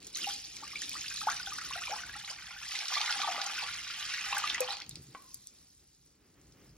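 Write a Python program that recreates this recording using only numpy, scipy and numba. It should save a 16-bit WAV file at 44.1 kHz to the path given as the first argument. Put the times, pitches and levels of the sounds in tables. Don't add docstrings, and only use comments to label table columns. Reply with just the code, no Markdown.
import sys
import numpy as np
from scipy import signal
from scipy.fft import rfft, irfft, next_fast_len
from scipy.io import wavfile
from scipy.ndimage import uniform_filter1d
from numba import njit

SR = 44100
rng = np.random.default_rng(int(sys.argv[2]) if len(sys.argv) > 2 else 0)


def generate_wav(signal):
    frames = np.transpose(np.atleast_2d(signal))
    scaled = np.clip(frames, -1, 1) * 32767
    pcm = np.round(scaled).astype(np.int16)
    wavfile.write(sys.argv[1], SR, pcm)


N = 298538
TIME = np.arange(N) / SR
SIZE = next_fast_len(N, True)
FREQS = np.fft.rfftfreq(SIZE, 1 / SR)

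# time_s, spray_level_db, gurgle_level_db
STREAM = [(0, -53, -91), (.135, -55.5, -99), (.16, -43, -49.5), (.3, -39.5, -48.5), (.42, -48, -73),
          (.52, -52, -68), (.68, -50, -56.5), (.82, -44, -65.5), (1.28, -42.5, -50), (1.53, -46, -52.5),
          (1.88, -44, -44.5), (2.05, -48, -51.5), (2.58, -51.5, -50.5), (2.72, -41.5, -48),
          (2.87, -42.5, -44.5), (2.96, -36, -45), (3.04, -42.5, -42), (3.11, -36, -38), (3.16, -39.5, -44),
          (3.22, -40, -41), (3.35, -42.5, -43.5), (3.62, -42, -42), (3.85, -45.5, -47.5), (4.1, -42, -43),
          (4.36, -40.5, -39), (4.43, -42, -40.5), (4.51, -40, -43), (4.58, -53, -43.5), (4.64, -43.5, -43),
          (4.67, -47.5, -49.5), (4.72, -40.5, -48.5), (4.82, -69, -53), (4.85, -65.5, -71.5)]


def undb(db):
    return 10 ** (np.asarray(db) / 20)


def curve(table, axis=1):
    rows = np.array(table)
    return np.interp(TIME, rows[:, 0], rows[:, axis])


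def across(points):
    hz, value = np.transpose(points)
    return np.interp(np.log(FREQS + 1), np.log(hz), value)


def unit(x):
    return x / np.sqrt(np.mean(x ** 2))


def colour(x, points):
    spectrum = rfft(x, SIZE) * undb(across(points))
    return unit(irfft(spectrum, SIZE)[..., :N])


def walk(rate):
    k = max(int(SR / rate), 1)
    steps = np.repeat(rng.standard_normal(N // k + 1), k)
    return np.sqrt(1.5) * uniform_filter1d(steps, k)[:N]


def add(out, s, sound):
    i = int(np.clip(s * SR, 0, N - 1))
    out[i:i + len(sound)] += sound[:N - i]


def bubble(hz, life, rise):
    age = np.arange(int(6 * life * SR) + 2) / (life * SR)
    pitch = np.minimum(hz * (1 + rise * age), SR / 2)
    envelope = (1 - np.exp(-4 * age)) * np.exp(-age)
    return envelope * np.sin(2 * np.pi * np.cumsum(pitch) / SR)


@njit
def ring_all(start, hz, gain, life, rise):
    out = np.zeros(N)
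    for k in range(len(start)):
        step = 1 / (life[k] * SR)
        turn = np.exp(2j * np.pi * hz[k] / SR - step)
        climb = np.exp(2j * np.pi * hz[k] / SR * rise[k] * step)
        z, closed, opening = gain[k] + 0j, 1., np.exp(-4 * step)
        for i in range(start[k], min(start[k] + int(6 / step), N)):
            out[i] += (1 - closed) * z.imag
            z, turn, closed = z * turn, turn * climb, closed * opening
    return out


def swarm(count, low_hz, high_hz, cycles, rise, spread_db):
    when, size, damping, glide, strength = rng.random((count, 5)).T
    hz = low_hz * (high_hz / low_hz) ** size
    gain = undb(-spread_db * np.log(strength + 0.0074)) * hz / high_hz
    life = cycles * (.5 + damping) / hz
    start = (when * N).astype(np.int64)
    return unit(ring_all(start, hz, gain, life, rise * (0.18 + glide)))


def resonate(x, modes):
    ringing = sum(undb(db) * signal.lfilter(*signal.iirpeak(hz, hz / width, fs=SR), x)
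                  for hz, width, db in modes)
    return x + ringing


def depth(t):
    film_share, pool_share = 0.11, 0.7
    closes_s, closing_s = 2.76, 0.11
    closed = .5 + .5 * np.tanh((t - closes_s) / (2 * closing_s))
    return np.clip(film_share + (pool_share - film_share) * closed, 0, 1)


def by_depth(film, pool):
    share = depth(TIME)
    return np.sqrt(1 - share) * film + np.sqrt(share) * pool


def draining():
    stream_end_s, drain_db_per_s = 4.73, 13.5
    return undb(-drain_db_per_s * np.maximum(TIME - stream_end_s, 0))


def spurts(count, life, spread_db):
    when, strength = rng.random((count, 2)).T
    energy = undb(-spread_db * np.log(strength + 0.017)) ** 2
    lumps = np.bincount((when * N).astype(int), energy, N)
    return unit(np.sqrt(signal.lfilter([1], [1, -np.exp(-1 / (life * SR))], lumps)))


def spray():
    # frequency_hz, relative_db
    steel_colour = [(300, -32), (700, -18), (1500, -12), (3000, -4), (4500, 0), (5700, 0), (7000, -2.5),
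                    (9000, -3), (11500, -6), (13000, -13), (14000, -20), (16000, -27)]
    # frequency_hz, relative_db
    plunge_colour = [(300, -30), (700, -14), (1500, -6), (2500, 0), (3600, 1), (4500, 0), (6000, -3),
                     (7000, -6), (9000, -8), (11500, -13), (14000, -25), (16000, -35)]
    droplets = swarm(count=13000, low_hz=2200, high_hz=13000, cycles=5, rise=.07, spread_db=3.6)
    froth = swarm(count=12000, low_hz=1600, high_hz=12000, cycles=6, rise=.035, spread_db=2.3)
    hiss = undb(-9) * rng.standard_normal((2, N))
    sizzle = colour(droplets + hiss[0], steel_colour)
    plunge = colour(froth + hiss[1], plunge_colour)
    return by_depth(sizzle, plunge) * undb(curve(STREAM, axis=1) + 1.5) * draining()


def gurgle():
    # frequency_hz, relative_db
    gurgle_colour = [(300, -31), (550, -15.5), (800, -6.5), (1300, 0), (2000, 3.5), (3000, 0.5),
                     (4500, -20), (8000, -31)]
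    # time_s, level_db
    gulp_levels = [(0, -78), (2.6, -59.5), (2.86, -54), (2.97, -42), (3.05, -49), (3.11, -43), (3.16, -47),
                   (3.22, -44.5), (3.265, -47), (3.31, -42), (3.55, -51), (3.64, -48), (3.8, -71),
                   (4.27, -57.5), (4.34, -45.5), (4.41, -46), (4.55, -55.5), (4.66, -50.5), (4.7, -46),
                   (4.8, -55), (4.86, -76.5)]
    chirps = swarm(count=1000, low_hz=1000, high_hz=3400, cycles=7, rise=.15, spread_db=1.6)
    crowd = swarm(count=8000, low_hz=1000, high_hz=3770, cycles=5.5, rise=.05, spread_db=1.5)
    strays = swarm(count=380, low_hz=1100, high_hz=3000, cycles=8, rise=.14, spread_db=1)
    gulps = swarm(count=900, low_hz=695.5, high_hz=1357, cycles=3.54, rise=0.1, spread_db=0.8)
    bubbles = colour(by_depth(chirps + undb(-1.5) * strays, crowd), gurgle_colour)
    bubbles = bubbles * undb(curve(STREAM, axis=2) - 2.0)
    return (bubbles + gulps * undb(curve(gulp_levels) - 3.5)) * draining()


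def plop_life(hz, s):
    film_life_ms, pool_life_ms, slope = 6.41, 4.57, 0.9
    life_ms = film_life_ms + (pool_life_ms - film_life_ms) * depth(s)
    return life_ms * (1000 / hz) ** slope / 1000


def plops():
    # start_s, start_pitch_hz, level_db, rise_per_life (fraction)
    large_bubbles = [(.148, 4230, -21, 0.028), (.155, 5820, -18, 0.065), (0.16, 3880, -24, 0.008),
                     (.23, 3180, -23, 0), (.243, 2790, -18, 0.0039), (0.27, 781, -30.5, 0.018),
                     (.29, 5000, -23, 0.29), (0.308, 3200, -23.5, 0), (.624, 854, -41, 0.039),
                     (0.634, 1172, -32.5, 0), (.686, 2560, -43, 0.21), (0.701, 1340, -46, 0),
                     (.712, 2210, -33, 0.062), (0.718, 2070, -37, 0), (.733, 1158, -38, 0.048),
                     (0.757, 2330, -21.5, 0), (0.813, 2950, -29, 0.061), (0.82, 1620, -30.5, 0.2),
                     (.868, 2320, -42.5, 0), (.915, 2490, -32.5, 0.0042), (0.939, 880, -43.5, 0.36),
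                     (0.953, 1107, -31.5, 0.15), (.965, 1740, -33.5, 0.097), (.987, 2480, -35, 0.069),
                     (1.014, 2200, -32, 0.11), (1.043, 1600, -35, 0.062), (1.06, 2410, -27.5, 0.17),
                     (1.105, 2500, -31, 0.023), (1.111, 1280, -32.5, 0.54), (1.12, 1560, -36.5, 0),
                     (1.152, 1220, -43.5, .06), (1.214, 1270, -27.5, 0.0037), (1.231, 880, -39, 0),
                     (1.27, 754, -19, 0.19), (1.284, 1082, -16.5, 0.24), (1.311, 2165, -29.5, 0.086),
                     (1.31, 1370, -32, 0.23), (1.376, 2400, -29.5, 0), (1.398, 1470, -31, 0),
                     (1.43, 4700, -24, 0.062), (1.462, 3260, -24.5, 0.071), (1.471, 1496, -28, 0.013),
                     (1.472, 760, -39.5, 0.04), (1.52, 1168, -30, 0.037), (1.584, 1124, -27.5, 0.48),
                     (1.617, 1290, -31, 0.034), (1.708, 1040, -28.5, 0.052), (1.734, 2390, -22.5, 0.3),
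                     (1.754, 1393, -28, 0), (1.758, 657, -34.5, 0.11), (1.818, 1190, -30.5, 0.14),
                     (1.835, 2490, -25.5, 0.2), (1.871, 2400, -24.5, 0), (1.878, 913, -33.5, 0.18),
                     (1.894, 487, -37, 0.45), (1.915, 760, -31, 0.015), (1.922, 5560, -22.5, 0),
                     (1.929, 836, -27.5, 0.023), (1.937, 1310, -35, 0.02), (1.962, 900, -34.5, 0.24),
                     (2.035, 1475, -29, 0.04), (2.094, 1600, -30, 0.041), (2.139, 1790, -30.5, 0.055),
                     (2.153, 1240, -33.5, 0.082), (2.157, 790, -44.5, 0.036), (2.247, 3630, -25, 0.13),
                     (2.277, 2100, -31, 0.063), (2.299, 4800, -23, 0), (2.303, 557, -46.5, 0.2),
                     (2.481, 1550, -38, 0.0035), (2.527, 1390, -42, 0.0061), (2.564, 1500, -36, 0.021),
                     (2.633, 1570, -33.5, 0.088), (2.753, 2106, -24, 0), (2.807, 2250, -27, 0),
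                     (2.933, 920, -33, 0.17), (2.951, 2030, -24, 0), (2.954, 4270, -15, 0),
                     (2.968, 1160, -21.5, 0), (2.974, 2280, -20, 0.00011), (2.979, 3330, -18.5, 0.084),
                     (3.013, 3300, -25, 0.088), (3.016, 1220, -27.5, 0), (3.078, 1970, -20.5, 0.062),
                     (3.091, 1265, -23, 0.28), (3.102, 1327, -25.5, 0.092), (3.106, 807, -34.5, 0),
                     (3.198, 764, -32, 0.015), (3.203, 3050, -20.5, 0.098), (3.215, 1210, -25, 0.12),
                     (3.233, 1160, -22.5, 0.01), (3.244, 3450, -19.5, 0), (3.245, 856, -27, 0.056),
                     (3.274, 810, -24.5, 0.14), (3.276, 1180, -24.5, 0.035), (3.285, 724, -25, 0.016),
                     (3.301, 736, -30.5, 0), (3.364, 1990, -27, 0.02), (3.377, 1120, -29, 0.13),
                     (3.378, 496, -37.5, 0.3), (3.398, 1380, -29, 0.038), (3.496, 1170, -34, 0.056),
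                     (3.498, 2500, -26, 0.00016), (3.58, 1510, -31, 0.015), (3.588, 2340, -23, 0.21),
                     (3.633, 750, -34.5, 0.45), (3.687, 1410, -28.5, 0), (3.901, 1170, -35, 0.24),
                     (4.027, 3000, -23, 0.029), (4.139, 1460, -28.5, 0.32), (4.182, 2160, -23, 0),
                     (4.209, 2560, -23, 0), (4.326, 930, -22.5, .15), (4.328, 2500, -17, 0.09),
                     (4.347, 920, -27, 0.23), (4.369, 1525, -19.5, 0.06), (4.43, 2880, -28, 0),
                     (4.439, 1207, -19.5, 0.0082), (4.499, 3300, -18, 0.1), (4.5, 2440, -18.5, 0.33),
                     (4.548, 1940, -18, 0.013), (4.581, 2700, -27, .12), (4.604, 492, -23.5, 0.084),
                     (4.612, 562, -34, 0.097), (4.617, 2440, -22.5, 0.023), (4.644, 860, -40.5, 0.0075),
                     (4.645, 4050, -25, 0.12), (4.677, 3000, -23, 0.018), (4.686, 784, -33.5, 0.12),
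                     (4.688, 1880, -30, 0), (4.706, 3860, -17, 0.05), (4.709, 3970, -27, 0.087),
                     (4.733, 4380, -24.5, .03), (4.729, 1370, -39, 0.056), (4.813, 1786, -30.5, 0.31),
                     (5.305, 2250, -54.5, 0.31)]
    trim_db = -2.5
    satellite_db, max_lag_s, max_octaves = -10, .045, 1.1
    out = np.zeros(N)
    chances = rng.random((len(large_bubbles), 3, 3))
    for (s, hz, db, rise), satellites in zip(large_bubbles, chances):
        level = undb(db + trim_db)
        add(out, s, level * bubble(hz, plop_life(hz, s), rise))
        satellite_gain = level * undb(satellite_db) * (1 - depth(s))
        for lag, size, glide in satellites:
            pitch = hz * 2 ** (max_octaves * np.sqrt(size))
            small = bubble(pitch, plop_life(pitch, s), .15 * glide)
            add(out, s + max_lag_s * lag, satellite_gain * small)
    return out


def drops():
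    # start_s, peak_db, pitch_hz, life_ms
    smacks = [(0.068, -31, 7450, 5.2), (.171, -22.5, 7700, 1.2), (.566, -29, 5550, 2.5),
              (0.818, -24.5, 5600, 1.4), (0.894, -19.5, 8900, 0.62), (1.3, -22.5, 5540, 1.8),
              (1.583, -29, 5900, 5), (2.752, -27, 3600, 4.1), (2.789, -25, 4440, 2.1),
              (2.855, -27, 4200, 1.8), (2.882, -21, 4370, 1.7), (2.938, -23.5, 4800, 6),
              (3.013, -19, 4000, 3), (3.032, -30, 4220, 1.8), (3.059, -22.5, 4000, 3),
              (3.125, -20, 3500, 1.6), (3.216, -23.5, 3280, 2.5), (3.415, -20, 4050, 2),
              (3.463, -21.5, 5600, 4.5), (4.381, -19.5, 9400, 3.2), (4.474, -23.5, 3060, 1.3),
              (4.497, -25, 4370, 2.6), (4.545, -20.5, 5500, 0.86), (4.579, -28, 2410, 2.3),
              (4.605, -16, 10800, 2.2), (4.769, -29, 4280, 1), (4.784, -39, 4500, 0.71),
              (4.801, -30, 4300, 0.99), (4.819, -30, 4000, 1), (4.863, -40, 3860, 1.7),
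              (4.893, -27, 9600, 1.1), (4.91, -37.5, 4350, 1.7), (4.956, -28.5, 4960, 0.72),
              (5.343, -27, 10400, 2.2), (5.471, -29, 7630, 0.56), (6.522, -50, 6040, 4.7)]
    attack_ms = 0.6
    out, t = np.zeros(N), TIME[:1024]
    soften = signal.butter(8, 14000, fs=SR, output="sos")
    for s, db, hz, life_ms in smacks:
        band = signal.iirpeak(hz, 1.1, fs=SR)
        envelope = np.exp(-t * 1000 / life_ms) * (1 - np.exp(-t * 1000 / attack_ms))
        burst = rng.standard_normal(len(t)) * envelope
        crack = signal.lfilter(*band, signal.lfilter(*band, burst))
        crack = signal.sosfilt(soften, crack)
        thin = signal.butter(4, min(hz / 2, 4500), "high", fs=SR, output="sos")
        crack = signal.sosfilt(thin, crack)
        add(out, s, undb(db) * crack / np.abs(crack).max())
    return out


def thread():
    start_s, end_s, fade_s = 4.7, 4.83, 0.03
    level_db, fall_db_per_s = -44, 75
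    beads = swarm(count=3000, low_hz=4030, high_hz=4640, cycles=13.0, rise=0.015, spread_db=-3.0)
    age = (TIME - start_s).clip(0)
    running = (np.minimum(age, end_s - TIME) / fade_s).clip(0, 1)
    return beads * running * undb(level_db - fall_db_per_s * age)


def foam():
    # time_s, level_db
    fizz_levels = [(4.9, -58), (5.45, -62), (6.2, -72.5), (6.77, -66)]
    # frequency_hz, relative_db
    fizz_colour = [(400, -24), (1000, -19), (2000, -13), (3000, -13), (4400, -2), (5600, -2), (8000, 0),
                   (11000, -1), (14000, -13), (16000, -19)]
    pops = swarm(count=9000, low_hz=2840, high_hz=13460, cycles=6.8, rise=0.17, spread_db=3.5)
    fizz = colour(pops + rng.standard_normal(N), fizz_colour)
    flicker_db = 1.3 * walk(20)
    fade_in = np.interp(TIME, [4.5, 5.2], [0, 1])
    return fizz * undb(curve(fizz_levels) + 2.0 + flicker_db) * fade_in


def wavering_tone(hz, t60):
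    phase = 2 * np.pi * np.cumsum(hz + 26 * walk(94)[:SR]) / SR
    return undb(-60 * TIME[:SR] / t60) * np.sin(phase)


def knock():
    # pitch_hz, level_db, t60_s
    body_modes = [(830, -5, .1), (1090, 5, .06), (1290, -1, .04), (1490, 6, .04), (1933, -14, .15),
                  (2342, -13, .17)]
    # time_after_blow_s, pitch_hz
    ring_bend = [(0, 1070), (.035, 1040), (.056, 1170), (.075, 1100), (.095, 1020), (.14, 1060)]
    knock_s, body_db = 5.149, -46.5
    ring_db, ring_t60_s = -54, .56
    twin_offset_hz, twin_db = 42, -12
    out, t = np.zeros(N), TIME[:SR]
    body = sum(undb(db) * wavering_tone(hz, t60) for hz, db, t60 in body_modes)
    bend = curve(ring_bend)[:SR]
    twin = undb(twin_db) * wavering_tone(bend + twin_offset_hz, ring_t60_s)
    pair = wavering_tone(bend, ring_t60_s) + twin
    ring = undb(ring_db + 2 * walk(58)[:SR]) * pair
    click = rng.standard_normal(len(t)) * np.exp(-t / 0.0035)
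    contact = signal.lfilter(*signal.butter(2, [900, 2600], "band", fs=SR), click)
    add(out, knock_s, undb(body_db) * body + ring + undb(-33.0) * contact)
    return out


def rub():
    # start_s, end_s, level_db, swell_db_per_s
    strokes = [(4.828, 5.156, -59, 10), (6.33, 6.57, -69, 3), (6.664, 6.756, -62.5, -2)]
    # frequency_hz, width_hz, added_db
    case_modes = [(82, 14, 5), (131.6, 8.1, 10.5), (162, 13, 3.5)]
    # frequency_hz, relative_db
    rub_colour = [(30, -17), (60, 6), (85, -2), (140, -2.5), (200, -6.5), (340, -6), (450, -13),
                  (1200, -41)]
    attack_s, release_s = 0.045, 0.052
    slips = swarm(count=1100, low_hz=94, high_hz=420, cycles=1.0, rise=0, spread_db=0.5)
    touch = np.zeros(N)
    for start, end, db, swell in strokes:
        contact = np.minimum((TIME - start) / attack_s, (end - TIME) / release_s).clip(0, 1)
        touch += contact * undb(db + swell * (TIME - start))
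    uneven = undb(1.8 * walk(22))
    return colour(resonate(slips, case_modes), rub_colour) * touch * uneven


def echoes(x, t60, delay, db):
    t, out = TIME[:SR // 3], 0
    shares = np.array([walk(25) for _ in range(6)])
    for share in shares / np.sqrt(np.sum(shares ** 2, axis=0)):
        tail = rng.standard_normal((2, len(t))) * undb(-60 * t / t60) * (t > delay)
        tail = signal.sosfilt(signal.butter(1, 7000, fs=SR, output="sos"), tail)
        tail = tail / np.sqrt(np.sum(tail ** 2, axis=1, keepdims=True))
        out = out + signal.oaconvolve((x * share)[None], tail, axes=1)[:, :N]
    return undb(db) * out


def ports(x):
    # frequency_hz, lead_rad
    port_phase = [(100, 0), (380, -.2), (520, -.7), (760, .35), (950, 0), (2000, 0), (2850, .9), (3600, .6),
                  (5000, 1.6), (6000, 1.6), (7200, 2.3), (8500, 3.0), (10000, 3.14), (11500, 3.25),
                  (13500, 4.0), (16000, 6.2)]
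    # frequency_hz, difference_db
    port_balance = [(150, 3), (480, 5.5), (780, 1.5), (1050, 2.5), (2000, -0.5), (2700, -2.5), (4000, -3),
                    (5500, 0)]
    half = np.exp(.5j * across(port_phase)) * undb(across(port_balance) / 2)
    return irfft(rfft(x, SIZE) * np.array([half, 1 / half]), SIZE)[:, :N]


def background():
    # time_s, level_db
    rumble_levels = [(0, -67), (1.2, -64.5), (2.64, -65), (2.82, -79), (3.08, -66), (3.5, -77),
                     (3.7, -66.5), (4.6, -67.5), (5.4, -72), (6.2, -74), (6.72, -66)]
    # time_s, level_db
    air_levels = [(.28, -61), (.47, -70.5), (.75, -59.5), (1.2, -68.5), (1.9, -63.5), (2.2, -72),
                  (2.5, -73.5), (3.5, -66), (4.0, -74), (4.5, -63), (5.1, -65.5), (5.35, -74),
                  (5.72, -75.5), (5.93, -76), (6.2, -73.5), (6.5, -65)]
    # frequency_hz, relative_db
    rumble_colour = [(20, -28.5), (35, -17.5), (50, 5), (80, -1.5), (130, -1.5), (200, -5.5), (400, -40),
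                     (1500, -64.5)]
    # frequency_hz, relative_db
    air_colour = [(80, -19), (180, -4.5), (300, 0), (450, -6.5), (650, -14.5), (1000, -16), (1300, -14),
                  (1650, -16.5), (2050, -15.5), (3000, -18.5), (8000, -55.5), (16000, -26)]
    shared, own = rng.standard_normal((2, N)), rng.standard_normal((2, 2, N))
    rumble = colour(shared[0] + 0.23 * own[0], rumble_colour)
    rumble = rumble * undb(curve(rumble_levels) + 2.1 * walk(9))
    air = colour(shared[1] + .5 * own[1], air_colour)
    air = air * undb(curve(air_levels) + 3.1 * walk(20))
    return rumble + air


def scene():
    # frequency_hz, width_hz, added_db
    pot_modes = [(505, 11, 6), (701.7, 7.6, 7.5), (802, 55, 6.5), (1165, 43, -1), (1439, 74, -3),
                 (1906, 51, -10), (2464, 110, -10), (5545, 180, -4.5)]
    lumps = spurts(count=3200, life=.006, spread_db=1.7) ** (1 - .3 * depth(TIME))
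    stream = (spray() + gurgle()) * lumps
    liquid = undb(-1.0) * (stream + thread() + foam()) + plops() + drops()
    near = resonate(liquid, pot_modes) + knock()
    bright = signal.sosfilt(signal.butter(1, [2900, 6300], "band", fs=SR, output="sos"), near)
    walls = echoes(bright, t60=.12, delay=.001, db=-6.5)
    kitchen = echoes(near, t60=0.54, delay=0.0033, db=-18.5)
    scattered = signal.sosfilt(signal.butter(8, 7200, fs=SR, output="sos"), walls + kitchen)
    close = near + echoes(near, t60=0.11, delay=0.0033, db=-13.5)[0]
    return ports(close) + scattered + rub() + background()


def record(dry):
    return signal.sosfilt(signal.ellip(8, .2, 70, 15900, fs=SR, output="sos"), dry)


dry = scene()
out = record(dry)
generate_wav(out)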